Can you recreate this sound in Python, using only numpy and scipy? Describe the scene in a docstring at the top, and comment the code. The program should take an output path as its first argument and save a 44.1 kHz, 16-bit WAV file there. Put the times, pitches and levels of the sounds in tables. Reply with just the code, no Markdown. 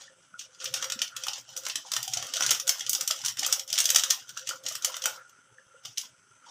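"""A small plastic sachet rustles over a simmering wok as a hand squeezes and shakes it.
Broth bubbles ring the wok and burst singly over burner hum, sizzle and a faint steam whistle.
The film buckles in snaps, short clusters of creases; the kitchen rings on briefly.
The recorder suppresses noise, so hum and low bubbling come and go; it shuts its treble when quiet."""
import sys
import numpy as np
from scipy import signal
from scipy.fft import rfft, irfft
from scipy.io import wavfile
from scipy.ndimage import uniform_filter1d

SR = 44100
rng = np.random.default_rng(int(sys.argv[2]) if len(sys.argv) > 2 else 0)


def persist_wave(psi):
    """Save psi, clipped to +-1, as 16-bit WAV."""
    counts = np.round(np.clip(psi, -1, 1) * 32767).astype(np.int16)
    wavfile.write(sys.argv[1], SR, np.atleast_2d(counts).T)


N = 286650


def from_db(db):
    return 10 ** (np.asarray(db) / 20)


def unit_rms(x):
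    return x / np.sqrt(np.mean(x ** 2) + 1e-20)


def per_sample(curve):
    """Rows of (t/s, value), interpolated to N samples."""
    return np.interp(np.arange(N) / SR, *np.transpose(curve))


def at_hz(curve, hz):
    """Rows of (f/Hz, value), read on a log-frequency axis."""
    knots_hz, values = np.transpose(curve)
    return np.interp(np.log(np.maximum(hz, 1)), np.log(knots_hz), values)


def bandpass(x, low_hz, high_hz):
    return signal.sosfilt(signal.butter(2, [low_hz, high_hz], "band", fs=SR, output="sos"), x)


def lowpass(x, hz):
    """Zero phase, so differences give bands that sum without gaps."""
    return signal.sosfiltfilt(signal.butter(2, hz, fs=SR, output="sos"), x)


def drift(rate_hz):
    """Slow random curve; rms 1."""
    hop, settle = 40, 2000
    pole = np.exp(-2 * np.pi * rate_hz * hop / SR)
    noise = rng.standard_normal(N // hop + settle + 2)
    slow = signal.lfilter([1], [1, -2 * pole, pole * pole], noise)[settle:]
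    return np.interp(np.arange(N) / hop, np.arange(len(slow)), unit_rms(slow))


def coloured(x, spectrum, size=4096):
    """Minimum-phase filter from rows of (f/Hz, level/dB); white noise keeps its rms."""
    gain = from_db(at_hz(spectrum, np.fft.rfftfreq(size, 1 / SR)))
    cepstrum = irfft(np.log(gain))
    cepstrum[1:size // 2] *= 2
    cepstrum[size // 2 + 1:] = 0
    response = irfft(np.exp(rfft(cepstrum)))
    return signal.fftconvolve(x, response / np.sqrt(np.sum(response ** 2)))[:N]


def clicks(per_s, spread_db):
    """Random impulses of uneven size; rms 1."""
    sizes = from_db(spread_db * np.minimum(rng.exponential(1, N), 4)) * rng.choice([-1, 1], N)
    return unit_rms(sizes * (rng.random(N) < per_s / SR))


def resonate(x, hz, width_hz):
    """Two-pole resonance; rms 1."""
    r = np.exp(-np.pi * width_hz / SR)
    return unit_rms(signal.lfilter([1, 0, -1], [1, -2 * r * np.cos(2 * np.pi * hz / SR), r * r], x))


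def squeeze_db():
    """Rustle level: each squeeze of the hand rises, holds and relaxes; the strongest counts."""
    # squeezes: t/s, hold/s, level/dB
    squeezes = [(-.03, 0.029, -47.5), (.21, 0.024, -61.5), (.39, .05, -55.5), (.53, 0.049, -60.5),
                (.61, 0.074, -48), (.75, 0.07, -47), (1.0, 0.1, -58), (1.19, 0.2, -52), (1.45, 0.12, -54.5),
                (1.56, 0.26, -55), (1.85, 0.028, -51.5), (1.93, 0.45, -50), (2.34, 0.21, -44),
                (2.7, 0.36, -49.5), (3.09, 0.13, -50), (3.241, 0.047, -45.5), (3.39, 0.17, -44.5),
                (3.7, 0.44, -49), (4.11, 0.094, -50.5), (4.28, .06, -57), (4.38, 0.01, -50.5),
                (4.49, 0.021, -44.5), (4.66, 0.077, -46), (4.85, 0.078, -44.5), (5.04, 0.11, -52.5),
                (5.85, 0.02, -52), (5.99, 0.071, -54.5), (6.46, .1, -58.5)]
    grip_db_per_s, relax_db_per_s = 499.5, 201
    t = np.arange(0, N + 40, 40) / SR
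    start_s, hold_s, held_db = np.transpose(squeezes)[..., None]
    grip_db = grip_db_per_s * np.maximum(start_s - t, 0)
    relax_db = relax_db_per_s * np.maximum(t - start_s - hold_s, 0)
    return np.interp(np.arange(N) / SR, t, (held_db - grip_db - relax_db).max(axis=0))


def rustle(level_db):
    """Tiny creases buckle in clumps; air pockets pop hollowly."""
    clumps = from_db(3.5 * drift(rate_hz=35))
    creases = lowpass(clicks(per_s=3000, spread_db=0), hz=10000)
    thin = unit_rms(clumps * (creases - 0.5 * lowpass(creases, hz=1400)))  # small creases: little bass
    pockets = sum(resonate(clicks(per_s=6, spread_db=2), hz, width_hz=0.07 * hz)
                  for hz in np.geomspace(280, 1500, 9))
    return from_db(level_db) * (thin + from_db(-5) * unit_rms(pockets))


def small_snap_rows(rustle_db, count=600):
    """Rows for film_snaps: lesser snaps at random times, following the rustle level."""
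    rate_per_s, above_rustle_db, body_db = 55, 17, -14.5
    wait, weakness, edge = rng.random((count, 3)).T
    times_s = np.cumsum(-np.log(1 - wait)) / rate_per_s
    levels_db = np.interp(times_s, np.arange(N) / SR, rustle_db) + above_rustle_db - 11 * weakness
    return [(start_s, level_db, body_db, bright_db)
            for start_s, level_db, bright_db in zip(times_s, levels_db, 12 * (edge - 0.5))
            if start_s < N / SR]


def burner_hum():
    """Low burner hum, heard in surges; the envelope stands for the noise suppressor opening and closing."""
    # hum envelope: t/s, level/dB
    envelope = [(0.0, -81), (0.05, -72), (0.61, -82.5), (0.65, -64), (1.92, -77), (1.96, -67),
                (2.23, -54.5), (2.3, -80), (2.46, -57), (2.77, -80.5), (2.9, -59.5), (3.13, -89.5),
                (3.24, -59), (3.76, -78), (4.0, -59.5), (4.04, -77), (4.56, -68), (5.76, -78.5),
                (5.88, -62.5), (5.97, -83), (6.35, -70), (6.5, -92)]
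    hum_hz, width_hz = 122, 29
    rumble = resonate(rng.standard_normal(N), hum_hz, width_hz)
    return from_db(per_sample(envelope)) * (resonate(rumble, hum_hz, width_hz) + 0.35 * rumble)


def bubbling():
    """Broth rings two wok resonances; the low one comes and goes as the suppressor lets it through."""
    # low bubbling as let through: t/s, level/dB
    envelope = [(0.0, -64), (0.23, -79.5), (0.87, -52), (1.48, -75), (1.65, -52), (1.74, -75.5),
                (2.08, -91), (2.19, -53.5), (3.44, -75), (3.49, -48), (3.58, -85), (3.96, -52.5),
                (3.98, -69.5), (5.1, -59), (5.59, -73), (5.74, -68), (5.97, -78.5), (6.5, -67)]
    low_hz, low_width_hz = 527, 32
    heard_db = per_sample(envelope)
    low_db = heard_db + 5.5 * drift(rate_hz=3.4)
    low_ring = resonate(clicks(per_s=890, spread_db=0.5), low_hz, low_width_hz)
    low_ring = resonate(low_ring, low_hz, low_width_hz)
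    high_db = -58 + 0.55 * (heard_db - heard_db.mean()) + 2.5 * drift(rate_hz=3.3)
    high_ring = resonate(clicks(per_s=2200, spread_db=-1.5), hz=1400, width_hz=110)
    return from_db(low_db) * low_ring + from_db(high_db) * high_ring


def sizzle(level_db=-59):
    """Dense clicks from the wok; low bands come and go, the high hiss is steadier."""
    # sizzle spectrum: f/Hz, density/dB
    spectrum = [(29, -70.5), (50, -31), (122, -13), (468, -20), (524, -17), (701, -23), (838, -20),
                (1640, -24), (2010, -21.5), (2930, -15), (4390, -30.5), (6140, -11.5), (7050, -28.5),
                (7700, -16), (9300, -17), (10500, -25), (13600, -65), (22000, -120)]
    crackle = coloured(clicks(per_s=8000, spread_db=2.5), spectrum)
    edges_hz = np.geomspace(40, 14000, 15)
    common_db = 3.5 * drift(rate_hz=44)
    patches = np.zeros(N)
    for low_hz, high_hz in zip(edges_hz, edges_hz[1:]):
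        swing_db = (common_db + 1.83 * drift(rate_hz=7)) / (1 + low_hz / 3000)
        patches += bandpass(crackle, low_hz, high_hz) * from_db(swing_db)
    return from_db(level_db) * unit_rms(patches)


def steam_whistle():
    """Steam sounds a faint, narrow noise band of wavering level."""
    level_db = -65 + 3 * drift(rate_hz=2.8)
    return from_db(level_db) * resonate(rng.standard_normal(N), hz=6160, width_hz=120)


def plops():
    """A bursting bubble swells within a few cycles and rings down, rising slightly in pitch."""
    # single bubbles: t/s, level/dB, f/Hz, t60/s
    bubbles = [(0.079, -41.5, 1780, 0.028), (0.341, -32.5, 1400, 0.031), (0.489, -52.5, 497, 0.085),
               (0.76, -50, 1390, 0.067), (0.841, -39.5, 533, 0.049), (0.959, -31, 236, 0.028),
               (1.28, -30, 832, 0.027), (1.649, -43, 1455, 0.14), (2.076, -31, 750, 0.035),
               (2.169, -28.5, 735, 0.036), (2.239, -38.5, 535, 0.036), (2.44, -30.5, 1450, 0.071),
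               (2.688, -51, 1400, 0.034), (3.105, -23.5, 1293, 0.021), (3.487, -32.5, 1296, 0.044),
               (3.958, -24.5, 1320, 0.049), (4.369, -29.5, 1396, 0.033), (4.51, -21.5, 1373, 0.019),
               (5.069, -37, 850, 0.08), (5.377, -49, 1420, 0.085), (5.499, -51, 866, 0.05),
               (5.584, -35.5, 1692, 0.024), (5.743, -46.5, 520, 0.07), (6.313, -46, 1360, 0.068),
               (6.465, -46, 937, 0.063)]
    t = np.arange(8000) / SR
    out = np.zeros(N + len(t))
    for start_s, level_db, hz, t60_s in bubbles:
        ring = np.sin(2 * np.pi * hz * (t + 0.71 * t ** 2))
        attack = 1 - np.exp(-t * hz / 1.2)
        out[round(start_s * SR):][:len(t)] += from_db(level_db - 60 * t / t60_s) * attack * ring
    return out[:N]


def film_snaps(small_rows):
    """Each snap is a cluster of creases buckling within a few ms, with its own body and brightness."""
    # distinct snaps: t/s, level/dB, body below 2.2 kHz re level/dB, brightness/dB
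    snap_rows = [(0.3922, -23.5, -20.5, -3), (0.5463, -35.5, -19, -6), (0.601, -32, -18, -9),
                 (0.623, -29, -21, -6), (0.642, -22.5, -15, 8), (0.6553, -20, -30, -9.5),
                 (0.7392, -10.5, -8, -0.5), (0.825, -16.5, 1.5, -3), (0.842, -16.5, -6.5, -2),
                 (0.8992, -17.5, -7, -1), (0.92, -14, -12, -3.5), (0.9905, -25.5, -32, -11),
                 (1.017, -10.5, -10, -3.5), (1.077, -29.5, -23, -8), (1.1647, -18, -12, 0),
                 (1.2357, -20, -12, -4), (1.2674, -24, 9, 7), (1.2823, -15, -8, -3),
                 (1.332, -21.5, -14.5, -4), (1.3563, -30.5, -2.5, -6.5), (1.385, -32, -9.5, 1.5),
                 (1.4894, -34, -7, -4), (1.5642, -22.5, -10, 2.5), (1.5737, -21, -10, 3.5),
                 (1.6345, -34, -20, 0), (1.6517, -21, -13, 1), (1.6646, -16.5, 4, -1.5),
                 (1.6843, -24.5, -6, 11), (1.6971, -22, -7, -14), (1.7556, -11.5, -6, -3),
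                 (1.917, -14.5, -5.5, 0.5), (1.9353, -12.5, -9.5, -0.5), (1.9565, -25, -18, -5),
                 (1.9641, -11, -3, -0.5), (2.0283, -17.5, -35, 6), (2.0778, -18.5, -17, 0),
                 (2.1254, -38, -15, -17), (2.1354, -13.5, -41, -3.5), (2.1711, -16.5, -18.5, -3.5),
                 (2.225, -20.5, 3, -2.5), (2.2444, -30.5, -18, -0.5), (2.267, -26.5, -9, 5),
                 (2.3367, -14.5, -15, -2), (2.357, -19, -15, -2), (2.367, -16, -16, -1.5),
                 (2.4064, -15.5, 6.5, -0.5), (2.4221, -11.5, -9.5, -5.5), (2.4338, -15.5, -7, -3),
                 (2.4626, -9.5, -9.5, -1.5), (2.4917, -15, -4, -6.5), (2.5063, -5, -11.5, 6.5),
                 (2.5127, -8, -1, -2.5), (2.547, -17, -19, -2), (2.598, -15.5, -14, 3),
                 (2.6694, -20.5, -25, 0), (2.6762, -11, -5, 7.5), (2.6921, -2.5, -13, 2.5),
                 (2.7939, -22.5, -29, 0), (2.807, -19.5, -12, -8), (2.864, -21, -27.5, -5.5),
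                 (2.8939, -12, -26, 13), (2.9308, -10, -23.5, 9), (2.9488, -11.5, -24.5, -2.5),
                 (3.0088, -10.5, -13.5, 3.5), (3.0757, -11, -13.5, 5.5), (3.1087, -9.5, -16, -2),
                 (3.1607, -26, -24, 3), (3.1884, -28, -15, -2), (3.2156, -29, -15, -2),
                 (3.238, -28.5, -15, -2), (3.248, -14.5, -24, 1), (3.2597, -13, -13, 3),
                 (3.2814, -16.5, -9, 4), (3.3702, -24, 1.5, -2), (3.3922, -12.5, -34, 4),
                 (3.4301, -14, -4.5, -6.5), (3.446, -17.5, -14, -9.5), (3.463, -12, -1, 7.5),
                 (3.5249, -5.5, -13.5, 6), (3.5947, -15, -15, 1.5), (3.677, -28.5, -11.5, 3.5),
                 (3.7005, -22, -51, -1.5), (3.7274, -11.5, -20.5, 0), (3.7382, -17.5, -18, -1),
                 (3.7563, -18, -17.5, -6), (3.7774, -10.5, -10.5, -4), (3.7858, -7, -11, 3.5),
                 (3.802, -5.5, -16, 2), (3.8414, -14.5, -29, 3), (3.8548, -7.5, -26, 2.5),
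                 (3.8902, -13, -11, -1), (3.902, -7, -10, 6.5), (3.9464, -9, -6, 4), (3.9593, -1, -7.5, 2),
                 (3.9834, -13, -15, 1), (3.9944, -12, -15, -1.5), (4.0355, -8.5, -9.5, 0.5),
                 (4.094, -28, -23.5, -4), (4.1024, -11, -12, 3), (4.1061, -5.5, -15.5, 0),
                 (4.2915, -27.5, -11, 2.5), (4.3731, -21.5, -3, -3), (4.393, -28.5, -20, -0.5),
                 (4.472, -20, -13, -5), (4.4901, -15, -4, 1), (4.558, -34, -13.5, 2.5),
                 (4.637, -32, -6.5, 1), (4.663, -16.5, -20.5, -7), (4.6845, -17, -26, 5),
                 (4.722, -27, -13, 6), (4.7526, -18.5, -3, 5), (4.8224, -23, -27, 2),
                 (4.8461, -6.5, -7.5, 3.5), (4.9418, -25.5, 1, -10.5), (4.9658, -22, -0.5, 6),
                 (5.0197, -21.5, -18, -3.5), (5.0387, -17.5, -2, -1), (5.0559, -7.5, -0.5, 4),
                 (5.2938, -36, -18, 0), (5.8505, -27, -2.5, -8), (5.9732, -23.5, -23.5, -9.5),
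                 (5.9797, -14, -28, 1), (6.013, -26.5, -20, 1)]
    attack_s, cluster_t60_s, edge_t60_s = 0.0016, 0.02, 0.014
    t = np.arange(4000) / SR
    body, lower, middle, edge = np.zeros((4, N + len(t)))  # band envelopes
    for start_s, level_db, body_db, bright_db in snap_rows + small_rows:
        span = slice(round(start_s * SR), round(start_s * SR) + len(t))
        onset = from_db(level_db) * (1 - np.exp(-t / attack_s))
        cluster = onset * from_db(-60 * t / cluster_t60_s)
        bright = from_db(np.clip(bright_db, -14, 14))
        body[span] += cluster * from_db(body_db)
        lower[span] += cluster / bright  # a tight crease trades lower ring for edge
        middle[span] += cluster
        edge[span] += onset * bright * from_db(-60 * t / edge_t60_s)
    creases = clicks(per_s=9000, spread_db=0.5)
    low, mid, high = (lowpass(creases, hz) for hz in (2200, 4200, 9000))
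    return (body[:N] * low + lower[:N] * (mid - low)
            + middle[:N] * (high - mid) + edge[:N] * (creases - high))


def kitchen_echo(x, level_db=-3, positions=4):
    """Diffuse echoes die band by band; cycling through several tails stands for the moving hand."""
    # room decay: f/Hz, t60/s
    decay = [(300, 0.36), (2000, 0.22), (6000, 0.17), (10000, 0.1), (15000, 0.25)]
    t = np.arange(SR // 2) / SR
    edges_hz = np.geomspace(150, 19000, 9)
    position = np.arange(N) // 3000 % positions
    out = np.zeros(N)
    for k in range(positions):
        tail = np.zeros(len(t))
        for low_hz, high_hz in zip(edges_hz, edges_hz[1:]):
            t60_s = at_hz(decay, np.sqrt(low_hz * high_hz))
            tail += bandpass(rng.standard_normal(len(t)), low_hz, high_hz) * from_db(-60 * t / t60_s)
        tail *= 1 - np.exp(-t / 0.00067)
        out += signal.fftconvolve(x * (position == k), tail / np.sqrt(np.sum(tail ** 2)))[:N]
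    return from_db(level_db) * out


def suppress_noise(x, over_db, depth_db):
    """Each frequency is turned down when near its own quiet level."""
    frames = signal.stft(x, nperseg=512)[2]
    power = uniform_filter1d(np.abs(frames) ** 2, size=5, axis=-1)
    power = uniform_filter1d(power, size=3, axis=-2)
    quiet = np.percentile(power, 20, axis=-1, keepdims=True)
    gain = np.maximum(1 - from_db(over_db) * quiet / (power + 1e-20), from_db(depth_db))
    return signal.istft(frames * gain, nperseg=512)[1][..., :N]


def gate_treble(x, split_hz, threshold_db, floor_db):
    """Soft gate on what a steep low-pass removes: treble passes only while strong enough."""
    low = signal.sosfiltfilt(signal.cheby2(16, 40, split_hz, fs=SR, output="sos"), x)
    treble = x - low
    level_db = 10 * np.log10(uniform_filter1d(treble ** 2, size=1500) + 1e-14)
    opening = 1 / (1 + np.exp(-np.clip((level_db - threshold_db) / 2, -30, 30)))
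    return low + treble * (opening + from_db(floor_db))


def scene():
    """Sachet and plops with kitchen echo, over the simmering wok; mono."""
    # sachet spectrum at the microphone: f/Hz, density/dB
    film_spectrum = [(180, -32), (300, -19), (472, -27.5), (522, -13), (986, -14), (1360, -6.5),
                     (2400, -13.5), (3080, -3), (4240, -12), (5830, -0.5), (11200, -20), (14900, -16.5),
                     (16500, -19.5)]
    rustle_db = squeeze_db()
    film = film_snaps(small_snap_rows(rustle_db)) + rustle(rustle_db)
    near = coloured(film, film_spectrum) + plops()
    return (near + kitchen_echo(near) + burner_hum() + bubbling() + sizzle() + steam_whistle())[None]


def record(dry):
    """Recorder: noise suppressor, treble gate, faint electronic hiss, steep low-pass."""
    hiss_db, cutoff_hz = -86, 16050
    cleaned = suppress_noise(dry, over_db=2.5, depth_db=-7.5)
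    gated = gate_treble(cleaned, split_hz=10900, threshold_db=-75.5, floor_db=-31)
    hiss = from_db(hiss_db) * rng.standard_normal(N)
    return signal.sosfilt(signal.cheby2(14, 60, cutoff_hz, fs=SR, output="sos"), gated + hiss)


dry = scene()
out = record(dry)
persist_wave(out)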